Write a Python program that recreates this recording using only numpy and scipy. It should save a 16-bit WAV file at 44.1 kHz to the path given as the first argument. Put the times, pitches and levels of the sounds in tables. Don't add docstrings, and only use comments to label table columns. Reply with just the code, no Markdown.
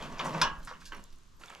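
import sys
import numpy as np
from scipy import signal
from scipy.fft import rfft, irfft, next_fast_len
from scipy.io import wavfile
from scipy.ndimage import map_coordinates

SR = 44100
rng = np.random.default_rng(int(sys.argv[2]) if len(sys.argv) > 2 else 0)


def gain_from_decibels(decibels):
    exponent = np.asarray(decibels, float) / 20
    return 10 ** exponent


def output_pcm(signal):
    pcm = np.clip(np.atleast_2d(signal).T, -1, 1) * 32767
    wavfile.write(sys.argv[1], SR, np.round(pcm).astype(np.int16))


N = 70560


def unit(x):
    return x / np.sqrt(np.mean(x ** 2) + 1e-20)


def along(points, hz):
    f, v = np.transpose(points)
    return np.interp(np.log(hz + 1), np.log(f + 1), v)


def curves(rows):
    s, *cols = np.transpose(rows)
    return [np.interp(np.arange(N) / SR, s, c) for c in cols]


def wobble(knots_per_s):
    return map_coordinates(rng.standard_normal(200), [np.arange(N) * knots_per_s / SR])


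def filtered(x, response):
    m = next_fast_len(x.shape[-1] + 8192)
    spectrum = rfft(x, m) * response(np.fft.rfftfreq(m, 1 / SR))
    return irfft(spectrum, m)[..., :x.shape[-1]]


def resonances(peaks):
    def response(f):
        return sum((-1) ** k * gain_from_decibels(db) * 1j * f * w / (c * c - f * f + 1j * f * w)
                   for k, (c, w, db) in enumerate(peaks))
    return response


def bell(hz, octaves):
    return lambda f: np.exp(-(np.log2(f / hz + 1e-9) / octaves) ** 2)


def grit(grains_per_s, spread_db, size):
    hit = rng.random(size) < grains_per_s / SR
    strength = rng.standard_normal(size)
    power = rng.exponential(size=size)
    return hit * strength * gain_from_decibels(spread_db * np.minimum(power, 3))


def dying(colour, t60s, channels):
    hz, t, z = signal.stft(rng.standard_normal((channels, SR // 2)), SR, nperseg=128)
    fall_db = colour(hz)[:, None] - 60 * t / along(t60s, hz)[:, None]
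    return signal.istft(z * gain_from_decibels(fall_db), SR, nperseg=128)[1][:, :SR // 2]


def add(track, s, x):
    part = track[round(s * SR):][:len(x)]
    part += x[:len(part)]


def rush(spectrum, alike):
    def mid_side(hz):
        turn = np.arccos(np.clip(along(alike, hz), -1, 1)) / 2
        return gain_from_decibels(along(spectrum, hz)) * [np.cos(turn), np.sin(turn)]
    mid, side = filtered(rng.standard_normal((2, N)), mid_side)
    return unit(np.array([mid + side, mid - side]))


# (frequency [Hz], density [dB per Hz])
YARD_SPECTRUM = [(59, -21), (100, -14.5), (415, -27.5), (621, -47), (1080, -23), (2320, -36.5), (7290, -33),
                 (12400, -44.5), (16000, -76)]
# (frequency [Hz], left-right likeness [-1..1])
YARD_LIKENESS = [(100, 0.48), (1000, 0.16), (5000, 0.68), (12000, 0.12)]


def yard():
    t = np.arange(N) / SR
    level_db = -65.5 - 5.5 * (t - 1.4454) + wobble(9.93)
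    return gain_from_decibels(level_db) * rush(YARD_SPECTRUM, YARD_LIKENESS)


# (time [s], level [dB])
GUST_LEVEL = [(0, -47.5), (.45, -50.5), (.75, -54.5), (1.2, -56), (1.6, -57)]
# (frequency [Hz], density [dB per Hz])
WIND_SPECTRUM = [(8, -0.5), (18, 14), (32, -9.5), (60, -3.5), (250, -54)]
# (time [s], level [dB], frequency [Hz])
EDDIES = [(.475, -49, 16), (0.531, -45, 44), (0.586, -40, 36), (.643, -41, 19.5), (0.898, -51.5, 26),
          (1.139, -45, 11)]


def wind():
    gust_db, = curves(GUST_LEVEL)
    t = np.arange(N) / SR
    rumble = unit(rush(WIND_SPECTRUM, [(30, .88)]) * gain_from_decibels(2.9 * wobble(13.54)))
    eddies = np.zeros(N)
    for s, db, hz in EDDIES:
        phase2 = (np.pi * hz * (t - s)) ** 2
        eddies += gain_from_decibels(db) * (1 - 2 * phase2) * np.exp(-phase2)
    return (rumble * gain_from_decibels(gust_db) + eddies) * gain_from_decibels([[-1.8], [1.8]])


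# (centre [Hz], width [Hz], level [dB])
RIB_MODES = [(550, 200, -8.5), (733, 23, -2), (916, 79, 3.5), (1136, 57, 14.5), (1537, 37, 2),
             (2700, 70, -16)]
# (time [s], level [dB], centre [Hz], width [octaves], t60
# [s])
SAND_SCUFFS = [(.01, -54.5, 3370, 0.15, 0.27), (.02, -63, 6100, 0.14, 0.17),
               (0.121, -55, 6000, 0.54, 0.054), (.345, -52, 2180, 0.14, 0.11),
               (0.023, -48.5, 3250, 1.38, 0.094), (0.183, -46.5, 5600, 0.38, .1),
               (0.193, -35.5, 2700, 0.76, 0.099), (.197, -36, 1030, 0.61, 0.27),
               (0.246, -45, 7070, 0.59, 0.17), (0.251, -33, 944, 0.81, 0.18),
               (.342, -35, 944.4, 1.13, 0.22), (0.429, -38, 2850, 0.21, 0.22),
               (0.4533, -23.5, 967, .25, 0.04), (0.628, -59, 5500, 1.3, 0.34),
               (0.648, -48.5, 8700, 0.47, 0.051), (0.6728, -50, 4100, 0.83, 0.17),
               (0.673, -44.5, 1295, 0.66, 0.29), (0.709, -48.5, 1207, 0.36, 0.19),
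               (0.71, -52, 567, 0.53, 0.091), (0.817, -45.5, 1290, 0.39, 0.042),
               (0.8, -60, 5400, 0.89, 0.41), (0.8523, -46.5, 5090, 1.1, 0.13),
               (0.86, -55, 1670, 0.13, 0.17), (.92, -42.5, 1350, 0.8, 0.19), (.921, -49.5, 330, 2.88, 0.36),
               (1.039, -68, 3700, 0.28, 0.25), (.921, -50.5, 2990, 0.11, 0.068),
               (0.734, -58.5, 2700, .3, 0.13), (0.809, -62, 2500, 0.85, 0.24), (.944, -56, 7900, .8, 0.042),
               (.999, -55, 7750, 0.68, 0.027), (1.335, -77.5, 12390, 0.089, 0.33),
               (1.394, -61.5, 6400, 0.78, 1.02), (.335, -53, 5500, .5, .2), (.58, -63, 11100, .5, 0.1),
               (.96, -58.5, 198, 0.46, 0.29), (1.123, -58, 3390, 2.3, 0.084), (1.41, -63, 2570, 0.91, 3.6)]


def scuffs():
    out, t = np.zeros(N), np.arange(SR // 2) / SR
    ribs = resonances(RIB_MODES)
    mottle_db, ribs_db = 3, -5.5
    for s, db, hz, octaves, t60 in SAND_SCUFFS:
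        knots = rng.standard_normal(200)

        def colour(f):
            mottle = gain_from_decibels(mottle_db * map_coordinates(knots, [f / 120]))
            return bell(hz, octaves)(f) * mottle * (1 + gain_from_decibels(ribs_db) * ribs(f))
        sand = filtered(grit(5000, 1.5, len(t)), colour)
        rise_s = 0.00066 * gain_from_decibels(1.2 * max(-49 - db, 0))
        fall = gain_from_decibels(db - 60 * (t / t60) ** 1.255)
        add(out, s, unit(sand) * fall * (1 - np.exp(-t / rise_s)))
    return out


# (time [s], peak [dB], pitch [Hz], width
# [octaves], t60 [s])
STONES = [(.198, -29.5, 1580, 1.8, 0.013), (.257, -35, 1220, 1.2, 0.011), (0.4154, -18.5, 3740, 0.86, .025),
          (.4165, -18.5, 1240, 0.76, 0.0089), (0.4176, -28, 10100, 0.25, 0.027),
          (.427, -22.5, 1000, 1.04, .02), (0.7146, -31.5, 1320, 0.64, 0.01), (0.722, -41, 940, 0.65, 0.02),
          (0.771, -48, 2240, 0.67, 0.0043), (0.948, -48, 5700, .12, 0.019),
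          (0.952, -51, 5760, 0.094, 0.011), (.982, -54, 2350, 0.28, .008), (.968, -48, 9660, 0.056, 0.0088),
          (1.0396, -38.5, 7300, 0.86, 0.01), (1.1042, -53.5, 5480, .6, 0.0063),
          (1.16, -49.5, 9000, .8, 0.0031), (1.186, -51, 8000, 1.15, 0.0071),
          (1.2344, -51.5, 9000, 0.74, 0.0049), (1.275, -59, 12100, 0.44, .004),
          (1.368, -63, 12000, 0.14, 0.0091), (1.4965, -47, 2000, 1, 0.01), (1.537, -45, 1610, 0.59, 0.0082),
          (0.9203, -34.5, 1680, 1.25, 0.026), (1.413, -52.5, 1190, 1.3, 0.0077),
          (1.4358, -40.5, 1383, 0.42, 0.039), (1.437, -37.5, 2800, 1.03, 0.0049),
          (1.4595, -39, 6760, 0.8, 0.014), (1.483, -46.5, 3550, 0.11, 0.013),
          (1.4987, -42, 7600, 0.48, 0.021), (1.502, -38, 1340, 1.53, 0.033), (1.515, -47, 2380, .7, 0.022),
          (1.523, -44, 1307, 0.56, 0.053), (1.55, -33.5, 2840, 1.46, 0.0034),
          (1.558, -36, 1120, 1.2, 0.0018)]


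def pebbles():
    lead_s = .01
    out, t = np.zeros(N), np.arange(SR // 20) / SR - lead_s
    for s, db, hz, octaves, t60 in STONES:
        rattle = np.sin(2 * np.pi * hz * t) + 2 * rng.standard_normal(len(t))
        contact = 3.5 * (t < 1.5 / SR)
        snap = (rattle + contact) * gain_from_decibels(-60 * t / t60) * (t >= 0)
        snap = filtered(snap, bell(hz, octaves))
        add(out, s - lead_s, gain_from_decibels(db) * snap / np.abs(snap).max())
    return out


MODE_HZ = [931, 1035, 1104, 1400, 1515, 1646, 2447, 2638, 3040, 3382, 3512, 4542, 5036, 5225]
# (level [dB], t60 [s])
MODE_DECAY = [(-1, 0.29), (4.5, 0.2), (-4, 0.36), (2, 0.084), (-6.5, 0.088), (-2, 0.34), (-4.5, 0.14),
              (-23, 0.38), (-16.5, 0.31), (-11, 0.1), (-14, 0.11), (-11.5, 0.043), (-10.5, 0.11),
              (5, 0.059)]
# (frequency [Hz], density [dB per Hz])
CLOUD_SPECTRUM = [(350, -27.5), (780, -38.5), (950, -7.5), (1650, -6), (2050, -30.5), (3200, -16),
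                  (5400, -13.5), (14000, -42)]
# (frequency [Hz], t60 [s])
CLOUD_DECAY = [(1200, 0.45), (3000, 0.19), (6000, 0.13), (9000, 0.08), (14000, 0.04)]
# (centre [Hz], width [Hz], level [dB])
CROWDED_MODES = [(1760, 37, 2), (2850, 340, 0.5), (3350, 180, 2.5), (3820, 57, -7), (5800, 130, 10),
                 (6160, 89, 5.5)]


def knock():
    knock_s, knock_db, rise_s = .4147, -21, 0.0011
    cloud_db, crack_db, crack_t60_s = -7.5, 4.5, 0.064
    rattle_db, rattle_per_s = 2.5, 55
    out, t = np.zeros(N), np.arange(SR // 2) / SR
    ring = np.zeros(len(t))
    for hz, (db, t60) in zip(MODE_HZ, MODE_DECAY):
        level_db = db - 60 * t / t60 + rattle_db * wobble(rattle_per_s)[:len(t)]
        ring += gain_from_decibels(level_db) * np.sin(2 * np.pi * hz * t) / 2
    cloud = dying(lambda hz: along(CLOUD_SPECTRUM, hz), CLOUD_DECAY, channels=1)[0]
    crowd = resonances
    cloud = filtered(cloud, lambda hz: 1 + np.abs(sum(crowd([peak])(hz) for peak in CROWDED_MODES)))
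    crack = filtered(rng.standard_normal(len(t)), lambda hz: gain_from_decibels(along(CLOUD_SPECTRUM, hz)))
    crack = crack * gain_from_decibels(-60 * t / crack_t60_s)
    blow = ring + gain_from_decibels(cloud_db) * cloud / np.std(cloud[:800]) + gain_from_decibels(crack_db) * crack / np.std(crack[:100])
    add(out, knock_s, gain_from_decibels(knock_db) * blow * (1 - np.exp(-t / rise_s)))
    return out


def gravel(count):
    pitch_hz, spread_octaves, decay_cycles, spread_db = 1700, .6, 1.8, 1.6
    when, pitch, size = rng.random((3, count))
    octaves = spread_octaves * np.log(pitch / (1 - pitch)) / 2
    hz = np.clip(pitch_hz * 2 ** octaves, 300, 5000)[:, None]
    k = np.arange(400)
    grains = np.sin(2 * np.pi * hz * k / SR) * np.exp(-hz * k / SR / decay_cycles)
    grains = grains * gain_from_decibels(-spread_db * np.log(size + 0.01))[:, None]
    places = (when * N).astype(int)[:, None] + k
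    return np.bincount(places.ravel(), grains.ravel(), N + len(k))[:N]


# (time [s], level [dB], panel flexing [dB])
DRAG_LEVEL = [(0, -48, -4.5), (.045, -45, -6.5), (.09, -49.5, -0.5), (.135, -47.5, 1), (.165, -52.5, -7.5),
              (.2, -45, -7.5), (.26, -40.5, -1.5), (.32, -43, 1.5), (.35, -42, 2.5), (.44, -39.5, -6),
              (.5, -52, -3.5), (.57, -60, 0.5), (.8, -66.5, 1), (1.15, -77, 2.5), (1.385, -80.5, 0.5),
              (1.415, -55.5, -6), (1.47, -62.5, -10), (1.6, -59.5, -7.5)]
# (frequency [Hz], density [dB per Hz])
SHEET_SPECTRUM = [(180, -29), (300, -2), (692, 0.5), (775, -8.5), (940, -4), (4540, -16), (7240, -21),
                  (11700, -29), (14000, -36.5)]
# (centre [Hz], width [Hz], level [dB])
PANEL_MODES = [(158.2, 38.6, -1.5), (251, 44.8, -3), (330, 81, -8)]


def drag():
    level_db, panel_db = curves(DRAG_LEVEL)
    ribs, flexing = resonances(RIB_MODES), resonances(PANEL_MODES)
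    push = unit(grit(900, -5.5, N)) * gain_from_decibels(0.95 * wobble(45)) + 1.1 * rng.standard_normal(N)
    body = unit(filtered(push, lambda hz: gain_from_decibels(along(SHEET_SPECTRUM, hz)) * (.5 + gain_from_decibels(-3.5) * ribs(hz))))
    shove = rng.standard_normal(N) * gain_from_decibels(wobble(21.2))
    panel = unit(filtered(shove, lambda hz: flexing(hz) ** 2))
    crunch = gain_from_decibels(-8 - panel_db) * gravel(count=4000)
    return gain_from_decibels(level_db) * (body + gain_from_decibels(panel_db) * panel + crunch)


# (frequency [Hz], t60 [s])
WALL_DECAY = [(200, 0.057), (2000, 0.18), (10000, 0.093)]


def wall(near):
    tail = dying(lambda hz: 10 * np.log10(hz / (hz + 1000) + 1e-3), WALL_DECAY, channels=2)
    late = np.pad(near, (500, 0))[None]
    return signal.fftconvolve(late, tail / np.linalg.norm(tail[0]), axes=1)[:, :N]


# (frequency [Hz], left lead [rad])
LEFT_LEAD = [(550, -0.2), (1300, -0.77), (2150, -0.74), (3700, -0.91), (4900, -0.7), (7200, -0.79),
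             (8500, -0.19), (14000, -1.5)]
# (frequency [Hz], left over right [dB])
LEFT_LEAN = [(100, -2), (700, -0.5), (1300, -2), (4400, -1), (8000, -0.5), (15000, 9)]
# (time [s], left over right [dB])
SHEET_PAN = [(0, 1.5), (.5, 1), (1, -1.5), (1.6, -1)]


def scene():
    near = drag() + knock() + scuffs() + pebbles()
    sides = np.array([[.5], [-.5]])
    direct = filtered(near, lambda hz: gain_from_decibels(sides * along(LEFT_LEAN, hz))
                      * np.exp(1j * sides * along(LEFT_LEAD, hz)))
    return direct * gain_from_decibels(sides * curves(SHEET_PAN)[0]) + gain_from_decibels(-11.5) * wall(near) + wind() + yard()


def band_limit(x):
    return signal.sosfilt(signal.butter(12, 16500, fs=SR, output="sos"), x)


# (frequency [Hz], gain [dB])
MIC_RESPONSE = [(700, 1.5), (1250, -0.5), (2050, -0.5), (2900, 2.5), (7000, -1.5), (9200, -7),
                (12300, -0.5), (15800, -17)]


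def record(dry):
    heard = filtered(dry, lambda hz: gain_from_decibels(along(MIC_RESPONSE, hz)) * (hz < 16300))
    return band_limit(heard)


dry = scene()
out = record(dry)
output_pcm(out)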